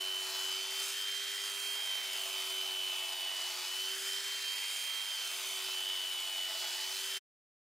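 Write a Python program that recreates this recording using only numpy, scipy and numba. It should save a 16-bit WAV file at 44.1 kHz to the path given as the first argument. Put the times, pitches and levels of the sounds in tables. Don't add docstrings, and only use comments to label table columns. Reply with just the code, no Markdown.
import sys
import numpy as np
from scipy import signal
from scipy.fft import rfft, irfft, next_fast_len
from scipy.io import wavfile
from scipy.ndimage import map_coordinates
from numba import njit

SR = 44100
rng = np.random.default_rng(int(sys.argv[2]) if len(sys.argv) > 2 else 0)


def log_audio(samples):
    frames = np.atleast_2d(samples).T
    limited = np.clip(frames, -1, 1)
    pcm = np.round(limited * 32767).astype(np.int16)
    wavfile.write(sys.argv[1], SR, pcm)


N = 336483
TIME = np.arange(N) / SR
WHINE_ORDER, ROTOR_ORDER = 32, 4
STROKES_PER_TURN = .5115
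MAINS_HZ = 60


# comb enters in seconds, push ends in seconds, sag of the whine as the fleece bites in Hz,
# time to bite in seconds, further sag in Hz per second, gear grind change in dB, cutter knock change in dB.
BLOWS = [(-1.08, .5, 132, .12, 12, -7, 2), (1.82, 3.63, 77, .13, 82, 0.5, 1.8),
         (5, 6.73, 238, .78, 0, 1.5, -0.5), (8.5, 9.9, 238, .78, 0, 0, 1)]
FREE_HZ, RECOVER_S = 3178, .41


def motor_speed():
    hz = FREE_HZ
    for enters, ends, bite_hz, bite_s, drag_hz_per_s, *_ in BLOWS:
        cutting_s = np.clip(TIME, enters, ends) - enters
        bite_sag_hz = bite_hz * (1 - np.exp(-cutting_s / bite_s))
        sag_hz = bite_sag_hz + drag_hz_per_s * cutting_s
        recovery = np.exp(-np.maximum(TIME - ends, 0) / RECOVER_S)
        hz = hz - sag_hz * recovery
    return hz


def by_blow(column, ease_s):
    total = 0
    for row in BLOWS:
        eased_in = np.tanh((TIME - row[0]) / ease_s)
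        eased_out = np.tanh((TIME - row[1]) / ease_s)
        total = total + row[column] * (eased_in - eased_out) / 2
    return total


def blow_cycle():
    moments = np.array(BLOWS)[:, :2].ravel()
    return np.interp(TIME, moments, np.arange(len(moments)) / 2) % 1


STAGES = dict(entering=(0.13, 0.068), buried=(0.32, 0.21), through=(.48, 0.06), clear=(0.573, 0.026),
          lifted=(0.643, .055), carried=(.77, 0.078), reaching=(0.92, .07))


def stage_weights():
    cycle = blow_cycle()
    weights = {}
    for name, (middle, width) in STAGES.items():
        from_middle = (cycle - middle + .5) % 1 - .5
        weights[name] = bell(from_middle, width)
    return weights


def staged(rule, stages):
    return sum(change * stages.get(name, 1) for name, change in rule.items())


# middle in seconds, half width in seconds, change in dB.
WHINE_DIPS = [(.31, 0.05, -7), (.5, .09, -1.5), (.9, 0.056, -10), (1.62, .13, -2), (2.3, 0.06, -4.5),
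              (2.48, .05, -1.5), (3.2, .04, -1), (3.59, 0.092, -10.5), (4.0, 0.049, -5), (4.22, 0.023, -13),
              (4.4, 0.027, -7), (4.5, .04, 2.5), (4.75, 0.1, -2), (5.22, 0.088, -3), (5.41, 0.054, -5.5),
              (5.6, 0.15, -5), (6.07, 0.1, 1.5), (6.67, 0.097, -8), (6.968, 0.14, -4.5)]
WHINE_DB = -40.5


def gear_whine(turns, load, sway):
    angle = 2 * np.pi * turns
    flutter = (.38 + .27 * load) * (1 + .2 * walk(5))
    rough = .09
    force = 1 + flutter * np.cos(angle) + rough * walk(260)
    phase_sway = sway * np.sin(angle + 1.3 * walk(4.3))
    whine = unit(force * np.sin(WHINE_ORDER * angle + phase_sway + rough * walk(200)))
    return whine * undb(WHINE_DB + brief_changes(WHINE_DIPS) + 0.71 * walk(12))


SECOND_DB = dict(usual=-56, entering=2, buried=-4, through=1, lifted=1, carried=-3, reaching=-3.5)
THIRD_DB = dict(usual=-65.5, entering=-1, buried=3, through=-8.5, lifted=-5, carried=-1, reaching=2)


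def whine_harmonics(turns, stages):
    second = overtone(turns, order=2 * WHINE_ORDER, rough=0.44)
    second = second * undb(staged(SECOND_DB, stages) + 2.3 * walk(11))
    third = overtone(turns, order=3 * WHINE_ORDER, rough=.25)
    third = third * undb(staged(THIRD_DB, stages) + 4 * walk(14))
    return second + third


# multiple of the gear wheel's turn, level in dB.
GEAR_TONES = [(7, -85.5), (8, -75.5), (9, -79.5), (16, -67.5), (20, -64), (23, -72.5), (24, -72.5),
              (27, -76), (28, -58), (29, -61), (35, -63.5), (36, -58), (37, -68), (39, -60.5), (40, -72.5),
              (44, -69.5), (52, -66), (53, -71.5), (68, -80), (76, -67.5), (128, -76)]


def gear_tones(turns, fading_db):
    total = 0
    for order, db in GEAR_TONES:
        tone = overtone(turns, order=round(order), rough=0.83)
        total = total + undb(db) * unit(tone * undb(fading_db * walk(6.6)))
    return total


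def overtone(turns, order, rough):
    return unit(np.sin(2 * np.pi * order * turns + rough * walk(25)))


def cutting_head(turns, stages):
    strokes = STROKES_PER_TURN * turns
    knocks = cutter_knocks(strokes, back_db=-3.5, scatter_db=3.5, jitter_s=.00013)
    grind_db, knock_db = by_blow(5, ease_s=.06), by_blow(6, ease_s=.2)
    housing_and_comb = body(turns, knocks, stages, knock_db)
    return glance(housing_and_comb + blades(strokes, knocks, stages, grind_db, uneven_db=.7))


# frequency in Hz, relative level in dB.
GRIND_COLOUR = [(300, -40.5), (1800, -39), (2400, -8.5), (2750, -5), (3080, 2), (3500, 1), (3800, -2.5),
                (4500, -24.5)]
RASP_COLOUR = [(100, -42.5), (400, -46), (1500, -5.5), (2600, -16), (3400, -8), (4000, 2), (5000, 4.5),
               (5800, 0), (7500, -8.5), (10000, -18), (15500, -29)]
SNIP_COLOUR = [(200, -51), (2500, -40), (5000, -16), (6400, 3), (7500, 3.5), (8500, 0), (9500, 2.5),
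               (11000, -1.5), (15500, -16.5)]
SIZZLE_COLOUR = [(500, -43), (7000, -29.5), (9500, -1.5), (11000, 1.5), (13500, 7), (15500, 1.5)]
GRIND_DB = dict(usual=-51.5, entering=3, buried=4.5, through=-0.3, clear=3, lifted=2, carried=0.5, reaching=-.8)
RASP_DB = dict(usual=-46.5, entering=0.7, buried=-0.6, through=3.5, clear=1.5, lifted=1, carried=1.6, reaching=0.7)
SNIP_DB = dict(usual=-49, entering=2.2, buried=-1, through=2.2, clear=0.5, lifted=3, carried=0.3, reaching=2.3)
SIZZLE_DB = dict(usual=-52.5, entering=1.7, buried=-0.8, through=0.3, clear=1.3, lifted=0.3, carried=-2, reaching=0.8)
RASP_HZ = dict(usual=4480, buried=-550, through=150, lifted=650, carried=-250)
SNIP_HZ = dict(usual=8700, through=-1600, lifted=-400, carried=-1200)
# middle in seconds, half width in seconds, change in dB.
FLARES = [(.33, .08, 1.9), (.66, .08, -2.5), (.85, .06, 2.5), (1.03, .07, -1.1), (3.33, .1, -1.5),
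          (4.13, .07, 1.5), (5.55, .15, 0.8), (6.97, .06, 1.5)]


def blades(strokes, knocks, stages, grind_db, uneven_db):
    bite = swing(2 * MAINS_HZ * TIME, 0.065) * undb(0.85 * walk(190))

    once_a_turn = swing(strokes / STROKES_PER_TURN, 0.11)
    grind = colour(rng.standard_normal(N) * once_a_turn, GRIND_COLOUR) * undb(grind_db)

    friction = rng.standard_normal(N) * swing(2 * strokes, 0.055) * bite
    rasp = colour(friction + 0.49 * shifting_ring(knocks, t60=0.016, rate=3), RASP_COLOUR)
    rasp = emphasise(rasp, staged(RASP_HZ, stages), q=2.4, boost=0.44)

    snips = colour(fibre_snips(strokes, per_s=22000, spread_db=2.1, depth=0.11) * bite, SNIP_COLOUR)
    snips = emphasise(snips, staged(SNIP_HZ, stages), q=5.2, boost=0.42)
    sizzle = colour(fibre_snips(strokes, per_s=26000, spread_db=2.1, depth=.15) * bite, SIZZLE_COLOUR)

    flare = undb(brief_changes(FLARES))
    parts = [(grind, GRIND_DB), (rasp * flare, RASP_DB), (snips * flare, SNIP_DB), (sizzle * flare, SIZZLE_DB)]
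    return sum(sound * undb(staged(rule, stages) + uneven_db * walk(9)) for sound, rule in parts)


def fibre_snips(strokes, per_s, spread_db, depth):
    cut = rng.random(N) < per_s / SR
    size = undb(spread_db * np.minimum(rng.exponential(size=N), 5))
    clicks = cut * size * rng.standard_normal(N)
    return clicks * swing(2 * strokes, depth) * swing(strokes, 0.042)


# frequency in Hz, relative level in dB.
HOUSING_COLOUR = [(150, -52.5), (280, -20.5), (450, -10), (590, -4.5), (660, 2.5), (760, -6.5), (870, -2),
                  (1000, -1), (1250, -6), (1900, -34)]
COMB_COLOUR = [(100, -36), (600, -20.5), (1000, -11.5), (1300, -1.5), (1600, -2), (2000, -2), (2450, 3.5),
               (2750, 1), (3300, -8.5), (4500, -35.5)]
HOUSING_DB = dict(usual=-57, entering=1.8, buried=1, through=2, clear=0.5, lifted=-2.5, carried=-5, reaching=-2.5)
COMB_DB = dict(usual=-48, entering=0.4, buried=-2.5, through=1, clear=-2, lifted=1.3, carried=0.1, reaching=0.6)
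HOUSING_HZ = dict(usual=866, entering=-150, buried=-70.5, carried=190, reaching=130)
COMB_HZ = dict(usual=2180, through=-720, lifted=-400, carried=-500)


def body(turns, knocks, stages, knock_db):
    rub = rng.standard_normal((2, N))
    housing = colour(shifting_ring(knocks, t60=.05, rate=2.018) + 1.09 * rub[0], HOUSING_COLOUR)
    housing = emphasise(housing, staged(HOUSING_HZ, stages), q=6.7, boost=0.74)
    comb_rub = 1.4 * rub[1] * swing(turns, 0.033)
    comb = colour(shifting_ring(knocks, t60=0.074, rate=2) + comb_rub, COMB_COLOUR)
    comb = emphasise(comb, staged(COMB_HZ, stages), q=13, boost=0.51)
    return housing * undb(staged(HOUSING_DB, stages) + knock_db) + comb * undb(staged(COMB_DB, stages))


def cutter_knocks(strokes, back_db, scatter_db, jitter_s):
    ends = np.arange(1, int(2 * strokes[-1]))
    chance = np.clip(rng.standard_normal((1024, 2))[ends], -1.4, 1.4)
    at_s = np.interp(ends / 2, strokes, TIME) + jitter_s * chance[:, 0]
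    size = undb(back_db * (ends % 2) + scatter_db * chance[:, 1])
    return np.bincount(np.clip(at_s * SR, 0, N - 1).astype(int), size, N)


def glance(x):
    delay_s = .000694 * np.exp(.25 * walk(2.5))
    reflection = np.interp(TIME - delay_s, TIME, x)
    return x + undb(-13) * reflection


# time in seconds, level in dB before a lift of 0.14 dB.
HUM_DB = [(0.0, -55.5), (0.06, -58.5), (0.92, -58), (0.98, -61.5), (1.73, -62), (1.87, -67.5),
          (2.55, -56.5), (3.3, -68), (3.62, -60), (3.66, -65.5), (3.94, -56.5), (4.12, -57.5), (4.7, -70),
          (5.14, -74.5), (5.32, -65), (5.63, -59.5), (6.21, -68), (7.15, -60.5)]


def rotor_hum(turns):
    hum = unit(np.sin(2 * np.pi * ROTOR_ORDER * turns) * undb(1.1 * walk(45)))
    return hum * undb(np.interp(TIME, *np.transpose(HUM_DB)) + 0.14)


# frequency in Hz, relative level in dB.
BARN_COLOUR = [(20, 4), (60, -14), (150, -5), (250, 4.5), (500, 28), (2000, -14.5)]


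def barn(direct, wet_db, t60):
    dull = signal.sosfilt(signal.butter(1, [330, 9000], "bandpass", fs=SR, output="sos"), direct.mean(axis=0))
    dull = signal.sosfilt(signal.butter(2, 10500, fs=SR, output="sos"), dull)
    echo = np.array([ring(dull, t60), ring(dull, t60)])
    rumble = undb(-80) * colour(rng.standard_normal(N), BARN_COLOUR)
    return direct + undb(wet_db) * echo + rumble


def undb(db):
    return 10 ** (np.asarray(db) / 20)


def unit(x):
    return x / np.sqrt(np.mean(x ** 2))


def bell(x, width):
    return np.exp(-(x / width) ** 2)


def brief_changes(table):
    return sum(db * bell(TIME - s, width) for s, width, db in table)


def walk(rate):
    steps = rng.standard_normal(2048)
    coarse = TIME[::64]
    return np.interp(TIME, coarse, map_coordinates(steps, [coarse * rate], order=3, mode="wrap"))


def swing(turns, depth):
    return unit(np.exp(depth * np.cos(2 * np.pi * turns)))


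def across(points, freqs):
    hz, value = np.transpose(points)
    return np.interp(np.log(freqs + 1), np.log(hz), value)


def colour(x, points):
    size = next_fast_len(N, True)
    gain = undb(across(points, np.fft.rfftfreq(size, 1 / SR)))
    return unit(irfft(rfft(x, size) * gain, size)[:N])


def ring(x, t60):
    t = TIME[:SR // 2]
    tail = rng.standard_normal(len(t)) * np.exp(-np.log(1000) * t / t60)
    return signal.fftconvolve(x, tail / np.linalg.norm(tail))[:N]


def shifting_ring(x, t60, rate):
    angle = 1.47 * walk(rate)
    return unit(np.cos(angle) * ring(x, t60) + np.sin(angle) * ring(x, t60))


@njit
def resonance(x, hz, q):
    out, band, low = np.empty(len(x)), 0., 0.
    for i in range(len(x)):
        g = np.tan(np.pi * hz[i] / SR)
        v = (band + g * (x[i] - low)) / (1 + g * (g + 1 / q))
        band = 2 * v - band
        low = low + 2 * g * v
        out[i] = v / q
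    return out


def emphasise(x, hz, q, boost):
    return unit(x + boost * resonance(x, hz, float(q)))


WHINE_PAN_DB = dict(usual=-2, buried=0.5, lifted=0.8, reaching=-2)


def scene():
    whine_hz, stages = motor_speed(), stage_weights()
    turns = np.cumsum(whine_hz / WHINE_ORDER * (1 + .0004 * walk(40))) / SR
    load = (whine_hz.max() - whine_hz) / np.ptp(whine_hz)
    whine = gear_whine(turns, load, sway=0.098)
    gears = whine_harmonics(turns, stages) + gear_tones(turns, fading_db=3.2)
    machine = gears + cutting_head(turns, stages) + rotor_hum(turns)
    sides = np.array([[.5], [-.5]])
    pan_db = staged(WHINE_PAN_DB, stages) + 0.88 * walk(8.6)
    direct = whine * undb(sides * pan_db) + machine * undb(sides * -.5)
    return barn(direct, wet_db=-13.0, t60=0.38)


# frequency in Hz, phase lead in radians.
PORT_LEAD = [(100, 0.18), (450, 0.36), (950, 0.48), (2000, 0.29), (4500, 0.23), (8000, 0), (13000, 0)]
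STOP_S, TOP_HZ = 7.2, 15600


def record(dry):
    size = next_fast_len(N, True)
    lead = across(PORT_LEAD, np.fft.rfftfreq(size, 1 / SR))
    phase_shift = np.exp(.5j * np.array([lead, -lead]))
    ports = irfft(rfft(dry, size) * phase_shift, size)[:, :N]
    fade_in = np.minimum(TIME / .008, 1)
    running = np.clip((STOP_S - TIME) / 0.027, 0, 1) ** 3.3
    top_cut = signal.ellip(10, .1, 80, TOP_HZ, fs=SR, output="sos")
    return signal.sosfilt(top_cut, ports * running * fade_in)


dry = scene()
out = record(dry)
log_audio(out)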